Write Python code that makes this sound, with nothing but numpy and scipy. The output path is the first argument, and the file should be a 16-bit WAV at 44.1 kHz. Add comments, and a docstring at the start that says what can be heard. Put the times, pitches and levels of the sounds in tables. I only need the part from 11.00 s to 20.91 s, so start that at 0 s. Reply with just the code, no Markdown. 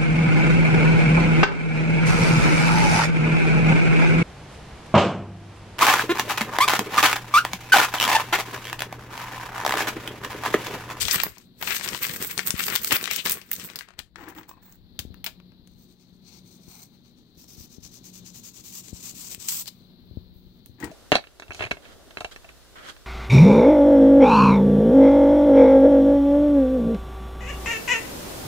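"""Stiff paper crackles as a parcel's end is unrolled, the parcel drags over a lap, a knife saws its taped seam.
Paper, cloth and the sliding knife tip rub as noise grains over smooth friction; creases snap, sheet edges
scrape, hollow taps and cardboard squeaks ring. Each knife stroke tears tape fibres in a rough hiss.
A hand-held phone hears it through two ports of unlike colour; the grip bumps it; a quiet room hums behind."""
import sys
import numpy as np
from scipy import signal
from scipy.fft import rfft, irfft, next_fast_len
from scipy.io import wavfile

SR = 44100
rng = np.random.default_rng(int(sys.argv[2]) if len(sys.argv) > 2 else 0)


def file_out(sig):
    """Save sig as 16-bit WAV at sys.argv[1]."""
    # one column per channel
    cols = np.atleast_2d(sig).T
    # limit, then scale
    lim = np.clip(cols, -1, 1)
    pcm = np.round(lim * 32767).astype(np.int16)
    wavfile.write(sys.argv[1], SR, pcm)


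N = 437031
T = np.arange(N) / SR
FFT_SIZE = next_fast_len(N + SR // 4)
BIN_HZ = np.maximum(np.arange(FFT_SIZE // 2 + 1) * SR / FFT_SIZE, 1)


def from_db(db):
    """dB to gain."""
    return np.exp(np.asarray(db) * (np.log(10) / 20))


def unit_rms(x):
    """Scale to unit rms."""
    return x / np.sqrt(np.mean(x ** 2) + 1e-20)


def at_bins(points):
    """(Hz, value) points interpolated at every FFT bin."""
    hz, values = np.transpose(points)
    return np.interp(np.log(BIN_HZ), np.log(hz), values)


def colour(x, gain_db):
    """Minimum-phase filter with the given gain per bin."""
    cepstrum = irfft(np.log(from_db(gain_db)), FFT_SIZE)
    cepstrum[1:FFT_SIZE // 2] *= 2
    cepstrum[FFT_SIZE // 2 + 1:] = 0
    return irfft(rfft(x, FFT_SIZE) * np.exp(rfft(cepstrum)), FFT_SIZE)[..., :N]


def band(x, low_hz, high_hz):
    """Butterworth band-pass."""
    sos = signal.butter(2, [low_hz, min(high_hz, .45 * SR)], "band", fs=SR, output="sos")
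    return signal.sosfilt(sos, x)


def lift(x, hz, width_hz, gain):
    """Signal plus one resonance of it."""
    return x + gain * signal.lfilter(*signal.iirpeak(hz, hz / width_hz, SR), x)


def ring(times_s, levels_db, hz, t60_s):
    """One damped mode struck at the given times."""
    clicks = np.full(N, 1e-18)
    clicks[(np.asarray(times_s) * SR).astype(int)] = from_db(levels_db)
    r, w = from_db(-60 / (t60_s * SR)), 2 * np.pi * hz / SR
    return signal.lfilter([0, np.sin(w)], [1, -2 * r * np.cos(w), r * r], clicks)


def drift(rate_hz):
    """Slow random wander, unit rms."""
    hop, settle = 40, 2000
    r = np.exp(-2 * np.pi * rate_hz * hop / SR)
    slow = signal.lfilter([1], [1, -2 * r, r * r], rng.standard_normal(N // hop + settle + 2))[settle:]
    return np.interp(np.arange(N) / hop, np.arange(len(slow)), unit_rms(slow))


def port_noise():
    """White noise at both ports: most alike in the low mids, barely in the treble, later on the left."""
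    # left-right likeness: (frequency [Hz], coherence [0..1])
    likeness = [(30, .4), (100, .5), (220, .96), (500, .95), (1000, .88), (2000, .7), (4000, .5),
                (16000, .2)]
    left_lag_s = 0.00017
    right, other = rfft(rng.standard_normal((2, FFT_SIZE)))
    alike = at_bins(likeness)
    left = (alike * right + np.sqrt(1 - alike ** 2) * other) * np.exp(-2j * np.pi * BIN_HZ * left_lag_s)
    return irfft(np.array([left, right]), FFT_SIZE)[:, :N]


def grains(per_s, spread_db, t60_s, max_spreads=3.2):
    """Unit-rms envelope of randomly timed, decaying grains of uneven size."""
    born = rng.random(N) < per_s / SR
    sizes = born * from_db(spread_db * np.minimum(rng.exponential(1, N), max_spreads))
    return unit_rms(signal.lfilter([1], [1, -from_db(-60 / (t60_s * SR))], sizes))


def moves(rows, attack_db_s, release_db_s, boom_db, boom_slope=0, usual_db=0):
    """Moves rise, swell or sag, then die; returns level, boom, treble and crispness [dB] per sample."""
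    start_s, length_s, db, swell_db, *tints_db = np.transpose(rows)[:, :, None]
    grid_s = T[::64]
    t = grid_s - start_s
    held_db = db + swell_db * (np.clip(t / length_s, 0, 1) - .5)
    fade_db = attack_db_s * np.minimum(t, 0) - release_db_s * np.maximum(t - length_s, 0)
    power = from_db(2 * np.maximum(held_db + fade_db, -200))
    total = power.sum(axis=0)
    level_db = 10 * np.log10(total)
    treble_db, crisp_db, extra_db = [(power * tint).sum(axis=0) / total for tint in tints_db]
    boom_db = boom_db + boom_slope * (level_db - usual_db) + extra_db
    return [np.interp(T, grid_s, curve) for curve in (level_db, boom_db, treble_db, crisp_db)]


def rub(curves, spectrum_db, edges_hz, per_s, spread_db, t60_s, smooth_db, clump_db, flicker_db):
    """Clumped noise grains over smooth friction; four bands follow the curves, each flickering alone."""
    level_db, boom_db, treble_db, crisp_db = curves
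    grit = grains(per_s * from_db(clump_db * drift(25)), spread_db, t60_s)
    friction = colour(port_noise() * (grit + from_db(smooth_db)), spectrum_db)
    bands_db = (boom_db, -3 - crisp_db / 2, -3 + crisp_db / 2, treble_db)
    out = 0
    for low_hz, high_hz, db in zip(edges_hz, edges_hz[1:], bands_db):
        gain = from_db(level_db + np.clip(db, -40, 20) + flicker_db * drift(16))
        out = gain * unit_rms(band(friction, low_hz, high_hz)) - out   # alternate signs join in phase
    return out


def crease_snaps(noise):
    """A crease flips: a sharp crack, a broad ring of the sheet, a boom and a treble tick."""
    # snaps: (time [s], body peak [dB], pitch [Hz], tick re body [dB], t60 [s])
    snaps = [(.019, -15, 4570, -31, .054), (0.029, -17, 3670, -29, 0.025), (0.053, -11.5, 3660, -27, .026),
             (.083, -9, 2780, -2, 0.045), (.111, -8, 5600, -22, 0.057), (.144, -15.5, 1550, 13, 0.019),
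             (.201, -8, 2180, -38, 0.017), (.235, -12, 1080, 16, 0.021), (0.371, -41.5, 930, -11, 0.051),
             (.382, -36.5, 6000, 4, 0.034), (.588, -52.5, 5000, 6, .05), (.626, -16, 900, -2, 0.039),
             (0.674, -15, 1830, -18, 0.1), (.707, -13.5, 2510, -10, 0.029), (.748, -18, 2500, -10, 0.017),
             (0.765, -17.5, 3010, -22, 0.017), (.782, -28, 2150, 7, .023), (.797, -25, 3000, -15, .012),
             (.811, -21.5, 1380, -15, 0.024), (.861, -20, 1200, -15, .015), (.877, -16, 4350, -27, 0.01),
             (0.888, -14, 5250, -32, 0.027), (.947, -16, 1340, -21, 0.031), (.968, -27, 3020, -3, 0.018),
             (1.096, -19.5, 1980, -26, 0.019), (1.166, -26.5, 6030, -9, 0.023),
             (1.378, -10, 3800, -26, 0.016), (1.387, -17.5, 5850, -26, .026),
             (1.392, -11, 1960, -34, 0.037), (1.466, -18, 7970, -14, 0.018), (1.473, -22, 2970, 2, 0.025),
             (1.481, -18.5, 7800, 9, .015), (1.506, -7.5, 6200, -12, 0.0079),
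             (1.682, -17, 1950, -17, 0.033), (1.701, -16, 3660, -10, 0.02), (1.754, -10, 3000, 8, 0.025),
             (1.76, -7.5, 3300, -1, .011), (1.846, -15, 3350, 11, 0.021), (1.909, -9.5, 1800, -18, 0.028),
             (1.925, -2.5, 3580, 1, 0.0088), (1.931, -15, 6000, -19, .015), (1.966, -14.5, 2240, 11, 0.025),
             (2.041, -12.5, 3300, -22, 0.022), (2.057, -15, 3080, -33, 0.016),
             (2.076, -15.5, 2220, -27, 0.037), (2.112, -9.5, 2900, -6, 0.019), (2.162, -13, 4200, 3, .026),
             (2.255, -18, 2560, -12, 0.022), (2.26, -14.5, 1830, 7, 0.055),
             (2.271, -16.5, 2520, -15, 0.028), (2.296, -16.5, 4610, 11, 0.035),
             (2.311, -26, 7900, 21.5, 0.0097), (2.319, -19.5, 7970, 15, 0.065),
             (2.415, -34.5, 3200, -19, 0.073), (2.515, -21, 2060, 15.5, 0.017),
             (2.531, -28, 3800, 20.5, 0.036), (2.575, -55, 7970, -6, .018), (2.646, -34, 1610, -23, 0.024),
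             (2.7, -28, 3160, -23, 0.036), (2.758, -21, 4800, -1, 0.044), (2.789, -21, 3940, -2, 0.035),
             (2.809, -26.5, 1740, -25, 0.036), (2.887, -34.5, 1660, -29, 0.017),
             (2.906, -40.5, 1590, -35, 0.025), (2.938, -47, 1340, -27, .018),
             (2.991, -20.5, 3300, -7, 0.033), (3, -29.5, 1810, -16, .015),
             (3.158, -29.5, 1720, -32.5, 0.039), (3.24, -39.5, 1680, -32, 0.023),
             (3.286, -40, 7000, 9, 0.068), (3.302, -46, 6000, 8, .03), (3.35, -41.5, 900, 7, 0.028),
             (3.384, -35.5, 1950, -6, .044), (3.432, -42.5, 1810, -30, 0.048), (3.493, -37, 900, -1, 0.016),
             (3.514, -43, 900, -14, 0.021), (3.724, -43, 7470, 4, .024), (3.991, -17, 3600, -1, .054),
             (4.143, -39, 1910, 0, .016), (4.243, -22.5, 2840, 9.5, 0.048), (4.263, -15, 2500, -6, 0.066),
             (4.401, -40, 1740, -26, .021), (4.52, -50, 1585, -33.5, .02), (4.674, -43.5, 6000, -7, .018),
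             (6.186, -54.5, 4420, -12, .02), (6.442, -42.5, 7050, -11, 0.026), (6.85, -34, 6000, -15, .008),
             (6.863, -39, 6500, -12, 0.0067), (6.941, -38, 5000, -15, .008), (7.279, -53, 6500, -15, .008),
             (7.884, -30.5, 6500, -15, .01), (8.314, -31, 7000, -8, 0.014), (8.322, -33, 5000, -12, 0.015),
             (8.347, -23.5, 7110, -2, 0.0094), (8.486, -13.5, 7000, 0, 0.1), (8.658, -34, 4500, 2, 0.032),
             (9.395, -65, 7000, 0, 0.014), (9.66, -45, 3830, 16.5, .022), (9.802, -38.5, 6800, -1, 0.13),
             (9.843, -24.5, 7600, -8, 0.043)]
    crack_t60_s, max_boom_db = .0035, -55
    out = np.zeros((2, N))
    for time_s, peak_db, hz, tick_db, t60_s in snaps:
        i = int(time_s * SR)
        t = np.arange(min(int(.12 * SR), N - i)) / SR
        span = slice(i, i + len(t))
        decay = from_db(-60 * t / t60_s) + 2.2 * from_db(-60 * t / crack_t60_s)
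        puff = noise[:, span] * decay
        body = band(puff, max(700, .26 * hz), np.clip(2.6 * hz, 5000, 9500))
        body = lift(body, hz, width_hz=.5 * hz, gain=1.8)
        boom = band(noise[:, span] * np.sqrt(decay), 67, 1400)
        tick = band(puff, 14000, 21000)
        boom_db = min(max_boom_db, peak_db - 14)
        for part, db in ((-body, peak_db), (boom, boom_db), (tick, peak_db + tick_db)):
            out[:, span] += from_db(db) * part / np.abs(part).max(axis=1, keepdims=True)
    return out


def paper_rustle():
    """Pulls on the rolled paper shed short, dry crinkles."""
    # pulls: (start [s], length [s], level [dB], swell [dB], treble [dB], crispness [dB], boom [dB])
    pulls = [(.02, 0.046, -35.5, -7.5, -4.5, 15.5, -1.5), (.11, 0.043, -30, 0, 0.5, -1, -1),
             (.19, 0.065, -41.5, 8, -10, 2.5, 0), (.36, 0.072, -66, -5.5, 3, 15, 0),
             (.615, 0.11, -41.5, 10, 5.5, 8, -2), (.715, 0.046, -35.5, -5, -1, -4, -1),
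             (.78, 0.044, -48.5, 7, -16, 0, 1), (.845, 0.13, -39, -9.5, -3, 4, -5),
             (1.02, 0.14, -40.5, -0.5, 4, 5, -1.5), (1.205, 0.036, -39.5, 1, 8.5, 8, -1.5),
             (1.3, 0.091, -51.5, -7, 16.5, 2, -6), (1.385, .02, -41, -6, 2, 4.5, 4),
             (1.465, 0.042, -45.5, 1, 11, -11, 1), (1.55, 0.12, -42.5, 13.5, 7, 3, -5),
             (1.7, 0.062, -37, 1.5, -1.5, -3.5, -5), (1.82, 0.067, -47.5, 0.5, 10.5, -1, -7.5),
             (1.915, 0.038, -34.5, 0, 7, -1.5, -4), (2.0, 0.042, -47, -0.5, 3, -6, 9),
             (2.05, 0.031, -50.5, 8, -7, -4, 1.5), (2.11, 0.11, -42, -3.5, 0.5, 8, -3.5),
             (2.257, 0.073, -40, -7, 8, 6, 0.5), (2.38, 0.13, -62.5, -7, -0.5, -9, -2),
             (2.52, 0.13, -54, 4.5, 5.5, 13, -1), (2.69, 0.021, -52, -4, -7, 10, -3),
             (2.76, .02, -58, -12, -10, 10, 3), (2.79, 0.015, -57, 1, 0, -5, -5),
             (2.885, 0.031, -72.5, -11, -19, -29, 8), (2.995, 0.0055, -66.5, -11, -3.5, -8, 7)]
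    # paper spectrum: (frequency [Hz], density [dB])
    spectrum = [(35, -34), (60, -10.5), (187, -2.5), (266, -8), (443, -5), (559, -12), (829, -14.5),
                (1070, -6), (1960, 2), (5980, -4), (6870, -4), (8280, -1), (9970, -13), (13500, 2.5),
                (15500, 1)]
    curves = moves(pulls, attack_db_s=798.5, release_db_s=301, boom_db=-5, boom_slope=-.21, usual_db=-44.5)
    return rub(curves, at_bins(spectrum), (45, 700, 3000, 9500, SR),
               per_s=270, spread_db=8.5, t60_s=.006, smooth_db=3.5, clump_db=4.5, flicker_db=5)


def edge_scrapes(noise):
    """Sheet edge on sheet: a rounded swell of noise in one broad resonance."""
    # scrapes: (start [s], length [s], level [dB], pitch [Hz])
    scrapes = [(0.677, 0.076, -40, 2620), (1.923, 0.042, -29, 2800), (2.085, .06, -32.5, 2670),
               (2.168, 0.051, -32.5, 3000)]
    out = np.zeros((2, N))
    for start_s, length_s, db, hz in scrapes:
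        a, b = int(start_s * SR), int((start_s + length_s) * SR)
        rasp = unit_rms(band(noise[:, a:b], .75 * hz, 1.25 * hz))
        out[:, a:b] += from_db(db) * rasp * np.sqrt(np.hanning(b - a))
    return out


def knife_cuts():
    """Each push tears tape fibres: rough hiss whose broad peak climbs as the uncut tape shortens."""
    # strokes: (start [s], end [s], level [dB], relative treble [dB])
    strokes = [(6.369, 6.455, -53, -4), (6.474, 6.56, -48.5, -5), (6.567, 6.668, -47.5, -5),
               (6.692, 6.783, -52.5, -10), (6.823, 6.887, -43.5, -11), (6.907, 7.0, -48, -10),
               (7.033, 7.111, -46.5, -9), (7.128, 7.207, -45.5, -10), (7.245, 7.314, -43.5, -16),
               (7.334, 7.409, -44, -8), (7.43, 7.508, -41.5, -9), (7.534, 7.62, -44.5, -10),
               (7.635, 7.723, -43.5, -5), (7.719, 7.818, -39.5, -5.5), (7.828, 7.918, -44.5, -11),
               (7.928, 8.026, -44, -13), (8.021, 8.121, -37, -9), (8.144, 8.295, -39, -8),
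               (8.287, 8.361, -38, -8), (8.392, 8.476, -35.5, -12), (8.468, 8.633, -31.5, -1),
               (8.669, 8.694, -27.5, -11)]
    # tearing tape without its moving peak: (frequency [Hz], density [dB])
    spectrum = [(300, -25), (500, -24.5), (1000, -17.5), (1700, -21.5), (2500, -13.5), (3300, -13),
                (5000, -10), (8000, -10.5), (10000, -15), (12000, -10.5), (14500, 0), (16000, -6)]
    first_hz, climb_hz_s, exit_hz = 5720, 1040, 4400
    bite_s, let_go_s, peak_share, rest_db = .021, .013, .37, -19.5
    fibres = grains(per_s=2500, spread_db=11, t60_s=.011, max_spreads=3.3)
    hiss = colour(port_noise() * (fibres + 2.5), at_bins(spectrum))
    hiss = unit_rms(hiss) * from_db(.81 * drift(27))
    out = np.zeros((2, N))
    for start_s, end_s, db, treble_db in strokes:
        hz = first_hz + climb_hz_s * (start_s - strokes[0][0])
        if start_s == strokes[-1][0]:   # the last stroke slips off the tape
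            hz = exit_hz
        a, b = int((start_s - bite_s) * SR), int((end_s + let_go_s) * SR)
        peak_s = start_s + peak_share * (end_s - start_s)
        knots_s = [start_s - bite_s, start_s + .009, peak_s, end_s - .01, end_s + let_go_s]
        push_db = np.interp(T[a:b], knots_s, [-40, -4, 0, -4, -44])
        if start_s < strokes[-3][0]:   # the blade still rubs between pushes
            push_db = np.maximum(push_db, rest_db)
        tear = lift(band(hiss[:, a:b], 283, 7330), hz, width_hz=.22 * hz, gain=2.3)
        treble = from_db(treble_db) * band(hiss[:, a:b], 8700, SR)
        out[:, a:b] += from_db(db + push_db) * (tear - treble)
    return out


def tip_slides():
    """Knife tip and fingers slide on paper: fine hiss coloured by the blade's resonances."""
    # slides: (start [s], length [s], level [dB], swell [dB], treble [dB], crispness [dB], boom [dB])
    slides = [(4.67, 0.064, -76, 2, -7, 0, -2), (4.68, 1.66, -81.5, 0, -9, 0.5, -3),
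              (4.79, 0.061, -69.5, -3, 0, 6, -3), (4.89, 0.038, -68.5, -3, -17, 6, 0),
              (5.01, .04, -67, -6, -16, -4, -3), (5.135, 0.037, -77.5, 0.5, -11.5, 0, -3),
              (5.22, .05, -69, 4.5, -10, -8, 0), (5.27, 0.11, -58, -1, -11, -4, -4.5),
              (5.46, .11, -64.5, 0, -12, 4, -5), (5.61, 0.13, -62.5, 8, -18, 3, -4),
              (5.7, 0.13, -56, 1, -14, 9, 1), (5.87, 0.091, -74.5, 8, -6, -2, 6),
              (6.05, 0.036, -68.5, -1, -11.5, -4.5, -1), (6.18, .04, -72.5, -5.5, -12, -6, -5.5),
              (8.73, 0.14, -75.5, -4, 3, 1, 6.5), (9.0, 0.33, -91, -2, 18, 0, -1),
              (9.35, 0.05, -79, 0.5, 19.5, -5, 2), (9.42, 0.18, -80.5, 1, 8, -2, -1),
              (9.66, 0.031, -75, 1, 5, -4, -9.5), (9.69, 0.065, -82, -3, 4, 1, -2)]
    # tip friction spectrum: (frequency [Hz], density [dB])
    spectrum = [(350, -67), (600, -35.5), (716, -5.5), (1410, -12.5), (1860, -20), (2160, -7),
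                (2950, -15.5), (3920, -15), (5980, 0.5), (9240, -2.5), (10700, -7), (14500, 19.5),
                (15500, 24)]
    # blade resonances: (frequency [Hz], width [Hz], lift [dB])
    blade = [(2070, 89, -2.5), (4200, 1150, 14), (6240, 400, -3), (6200, 650, 8), (8520, 500, 7.5),
             (12400, 580, 5), (14040, 460, 7)]
    blade_db = sum(db / (1 + (2 * (BIN_HZ - hz) / width_hz) ** 2) for hz, width_hz, db in blade)
    curves = moves(slides, attack_db_s=600, release_db_s=450, boom_db=-8.5, boom_slope=.15, usual_db=-73.5)
    return rub(curves, at_bins(spectrum) + blade_db, (500, 2500, 5000, 10000, SR),
               per_s=930, spread_db=6, t60_s=.0091, smooth_db=4, clump_db=3, flicker_db=1.5)


def drags_and_flap():
    """The parcel drags on cloth, and near the end a cardboard flap rubs: long, overlapping grains make a dull
    rub."""
    # drags (rows from 9.8 s: the cardboard flap): (start [s], length [s], level [dB], swell [dB], treble [dB],
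    # crispness [dB], boom [dB])
    drags = [(3.165, 0.072, -53.5, 12.5, -5, -0.5, -5.5), (3.24, 0.06, -51.5, 5.5, -16, -2.5, -2),
             (3.285, 0.015, -62, -3, 19, 5, -7), (3.355, 0.034, -56.5, 13, 6, -3, -3),
             (3.42, 0.029, -61.5, -7, -8, 1, 7), (3.495, 0.016, -64.5, -12, 19, -8, 0),
             (3.57, 0.017, -66.5, -8, -9, -10, 1), (3.63, .1, -66.5, 1, 16, -2, -10),
             (9.806, .025, -52.5, 0, -4, -0.5, 2.5), (9.835, 0.022, -45, 7, -13, 0, 6),
             (9.87, .04, -59.5, -5, -22, -4, 17)]
    # dull rub spectrum: (frequency [Hz], density [dB])
    spectrum = [(35, -32), (60, -7), (145, -6.5), (259, -3.5), (305, 6), (423, -12.5), (464, -8.5),
                (599, -22), (849, -11), (1170, -18), (1830, -16), (4120, -33), (7900, -22), (11700, -51),
                (15500, -6.5)]
    curves = moves(drags, attack_db_s=900.5, release_db_s=349.5, boom_db=1)
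    return rub(curves, at_bins(spectrum), (45, 600, 1500, 4500, SR),
               per_s=970, spread_db=6, t60_s=.031, smooth_db=-20.5, clump_db=2, flicker_db=.6)


def hollow_taps():
    """Each tap rings the modes of a hollow body with random strengths."""
    # taps: (time [s], level [dB])
    taps = [(3.159, -59), (3.353, -48), (3.385, -56), (3.491, -47), (3.512, -37), (3.538, -43),
            (3.576, -47), (3.628, -54), (3.682, -54)]
    # body modes: (frequency [Hz], level [dB], t60 [s])
    modes = [(780, -38, 0.12), (1053, -4, 0.038), (1600, -24, 0.083), (1810, -26, 0.068),
             (2331, -25, 0.063), (2560, -20, 0.074)]
    times_s, taps_db = np.transpose(taps)
    scatter_db = rng.normal(0, 1.3, (len(taps), len(modes)))
    return sum(ring(times_s, taps_db + mode_db + scatter_db[:, k], hz, t60_s)
               for k, (hz, mode_db, t60_s) in enumerate(modes))


def cardboard_squeaks():
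    """Two short slips ring one resonance of the cardboard."""
    return ring(times_s=[9.827, 9.837], levels_db=[-32, -35], hz=1914, t60_s=.045)


def grip_bumps():
    """The phone's case takes a quick jolt, then swings slowly for a few cycles."""
    # bumps: (time [s], left jolt [dB], swing re jolt [dB], right re left [dB])
    bumps = [(1.133, -25.5, -31, -1), (1.202, -24, -18, 0), (1.54, -10.5, -9, -19), (1.797, -27.5, -5, -13),
             (2.631, -33, -26, 0), (2.987, -34, 4, -9), (3.003, -33, -4.5, -19), (3.994, -30.5, 9, -8),
             (4.051, -19.5, -6.5, -13), (4.104, -33, 12, -22.5), (4.595, -38, -2.5, -13.5),
             (5.126, -36, -5.5, -15), (5.679, -25.5, -17.5, -28.5), (6.373, -35, -4, -20),
             (6.579, -39, 11, -27), (6.605, -40.5, 14, -21), (6.782, -22, -16.5, -27),
             (7.929, -17.5, -2.5, -18), (8.138, -32, -12, -8), (8.379, -30, -5, -9.5), (9.111, -28, 6, -17),
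             (9.171, -15, 1.5, -20), (9.695, -38.5, 12.5, -16.5), (9.831, -24.5, -13.5, -7)]
    jolt_hz, jolt_t60_s, swing_hz, swing_t60_s = 198, .013, 79.5, .035
    out, t = np.zeros((2, N + SR)), np.arange(int(.15 * SR)) / SR
    jolt = np.sin(2 * np.pi * jolt_hz * t) * from_db(-60 * t / jolt_t60_s)
    swing = np.sin(2 * np.pi * swing_hz * t) * from_db(-60 * t / swing_t60_s)
    for time_s, jolt_db, swing_db, right_db in bumps:
        i = int(time_s * SR)
        gains = from_db([[jolt_db], [jolt_db + right_db]])
        out[:, i:i + len(t)] -= gains * (jolt + from_db(swing_db) * swing)
    return band(band(out[:, :N], 66, 770), 30, 700)   # soft hand; the microphone drops the deep bass


def room_echo(x):
    """A short noise tail; its echoes switch at random as hands and parcel move."""
    t60_s, gap_s, hold_s, tail_count = .17, .004, .05, 3
    t = np.arange(int(.24 * SR)) / SR
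    active = rng.integers(0, tail_count, 200)[(T / hold_s).astype(int)]
    spectrum = 0
    for k in range(tail_count):
        tail = rng.standard_normal((2, len(t))) * from_db(-60 * t / t60_s) * (t > gap_s)
        tail = unit_rms(band(tail, 200, 16000) + .3 * tail) / np.sqrt(len(t))
        spectrum = spectrum + rfft(x * (active == k), FFT_SIZE) * rfft(tail, FFT_SIZE)
    return irfft(spectrum, FFT_SIZE)[:, :N]


def background():
    """Room tone, fan hiss and a wavering appliance drone sink and swell over the hand's rumble."""
    # level curves: (time [s], room [dB], rumble [dB])
    levels = [(0.0, -63, -51), (0.3, -66, -60), (0.5, -58.5, -76), (1.4, -56, -73), (2.0, -64, -78),
              (2.75, -63.5, -74), (3.05, -69.5, -65), (3.75, -61, -66.5), (4.11, -56.5, -53),
              (4.33, -58.5, -62), (5.0, -60.5, -71.5), (5.63, -57, -77.5), (6.25, -60.5, -87.5),
              (6.6, -57, -66), (8.2, -55.5, -93.5), (8.85, -57, -70), (9.36, -59, -56.5),
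              (9.91, -57.5, -74)]
    # room tone spectrum: (frequency [Hz], density [dB])
    spectrum = [(12, -37), (20, -11), (44, -5.5), (85, -5.5), (185, 2), (352, -7.5), (404, -11), (597, -20),
                (1340, -28), (2680, -29.5), (4190, -14.5), (5690, -39), (9660, -50), (14300, -29.5),
                (15500, -35)]
    # drone resonances: (frequency [Hz], width [Hz], level re room [dB])
    hums = [(121, 20, -13), (181.1, 4, -4.5), (238.9, 6.3, -11), (363.2, 3.1, -17.5)]
    times_s, *curves = np.transpose(levels)
    room_db, rumble_db = [np.interp(T, times_s, curve) for curve in curves]
    noise = port_noise()
    tone = colour(noise, at_bins(spectrum))
    tone = from_db(-10.5) * tone / np.std(band(tone, 3500, 4900))
    fan = from_db(-16.5) * unit_rms(band(band(port_noise(), 3400, 4600), 3400, 4600))
    drone = sum(from_db(db) * unit_rms(band(noise, hz - width_hz / 2, hz + width_hz / 2))
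                for hz, width_hz, db in hums)
    rumble = unit_rms(band(rng.standard_normal((2, N)), 25, 110))
    rumble *= from_db(rumble_db + 3.5 * drift(9.3) + [[3], [-3]])
    return from_db(room_db + drift(12)) * (tone + fan + drone) + rumble


def ports(x, balance):
    """Each port passes its own share of every band."""
    power_ratio = from_db(at_bins(balance)) ** 2
    share_db = 10 * np.log10([4 * power_ratio / (1 + power_ratio), 4 / (1 + power_ratio)])
    return np.array([colour(x[k], share_db[k]) for k in (0, 1)])


def scene():
    """Near sounds with their echo, the background and the bumps, at the two ports."""
    # port balance, near sounds: (frequency [Hz], left re right [dB])
    near_balance = [(60, 3.5), (140, 0), (330, 1), (800, 8.5), (1200, 12), (2700, 18.5), (4000, 23),
                    (7000, 27), (9000, 19.5), (10700, 5.5), (12200, -2.5), (14000, -9.5), (16000, -8.5)]
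    # port balance, background: (frequency [Hz], left re right [dB])
    far_balance = [(60, 7), (92, 6), (140, -0.5), (210, 6), (330, 5), (500, 2.5), (770, 4), (1170, 3.5),
                   (1790, 2.5), (2740, 4.5), (4190, 22.5), (6410, 6), (9810, 0), (15000, -4)]
    echo_db = -12.5
    near = paper_rustle() + drags_and_flap() + tip_slides()
    noise = port_noise()
    near += crease_snaps(noise) + edge_scrapes(noise[:, ::-1])
    near += knife_cuts() + hollow_taps() + cardboard_squeaks()
    near += from_db(echo_db) * room_echo(near)
    return ports(near, near_balance) + ports(background(), far_balance) + grip_bumps()


def record(dry):
    """Soft-clipped peaks, then a steep low-pass."""
    ceiling, cutoff_hz = .85, 15800
    low_pass = signal.ellip(12, .3, 70, cutoff_hz, fs=SR, output="sos")
    return signal.sosfilt(low_pass, ceiling * np.tanh(dry / ceiling))


dry = scene()
out = record(dry)
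file_out(out)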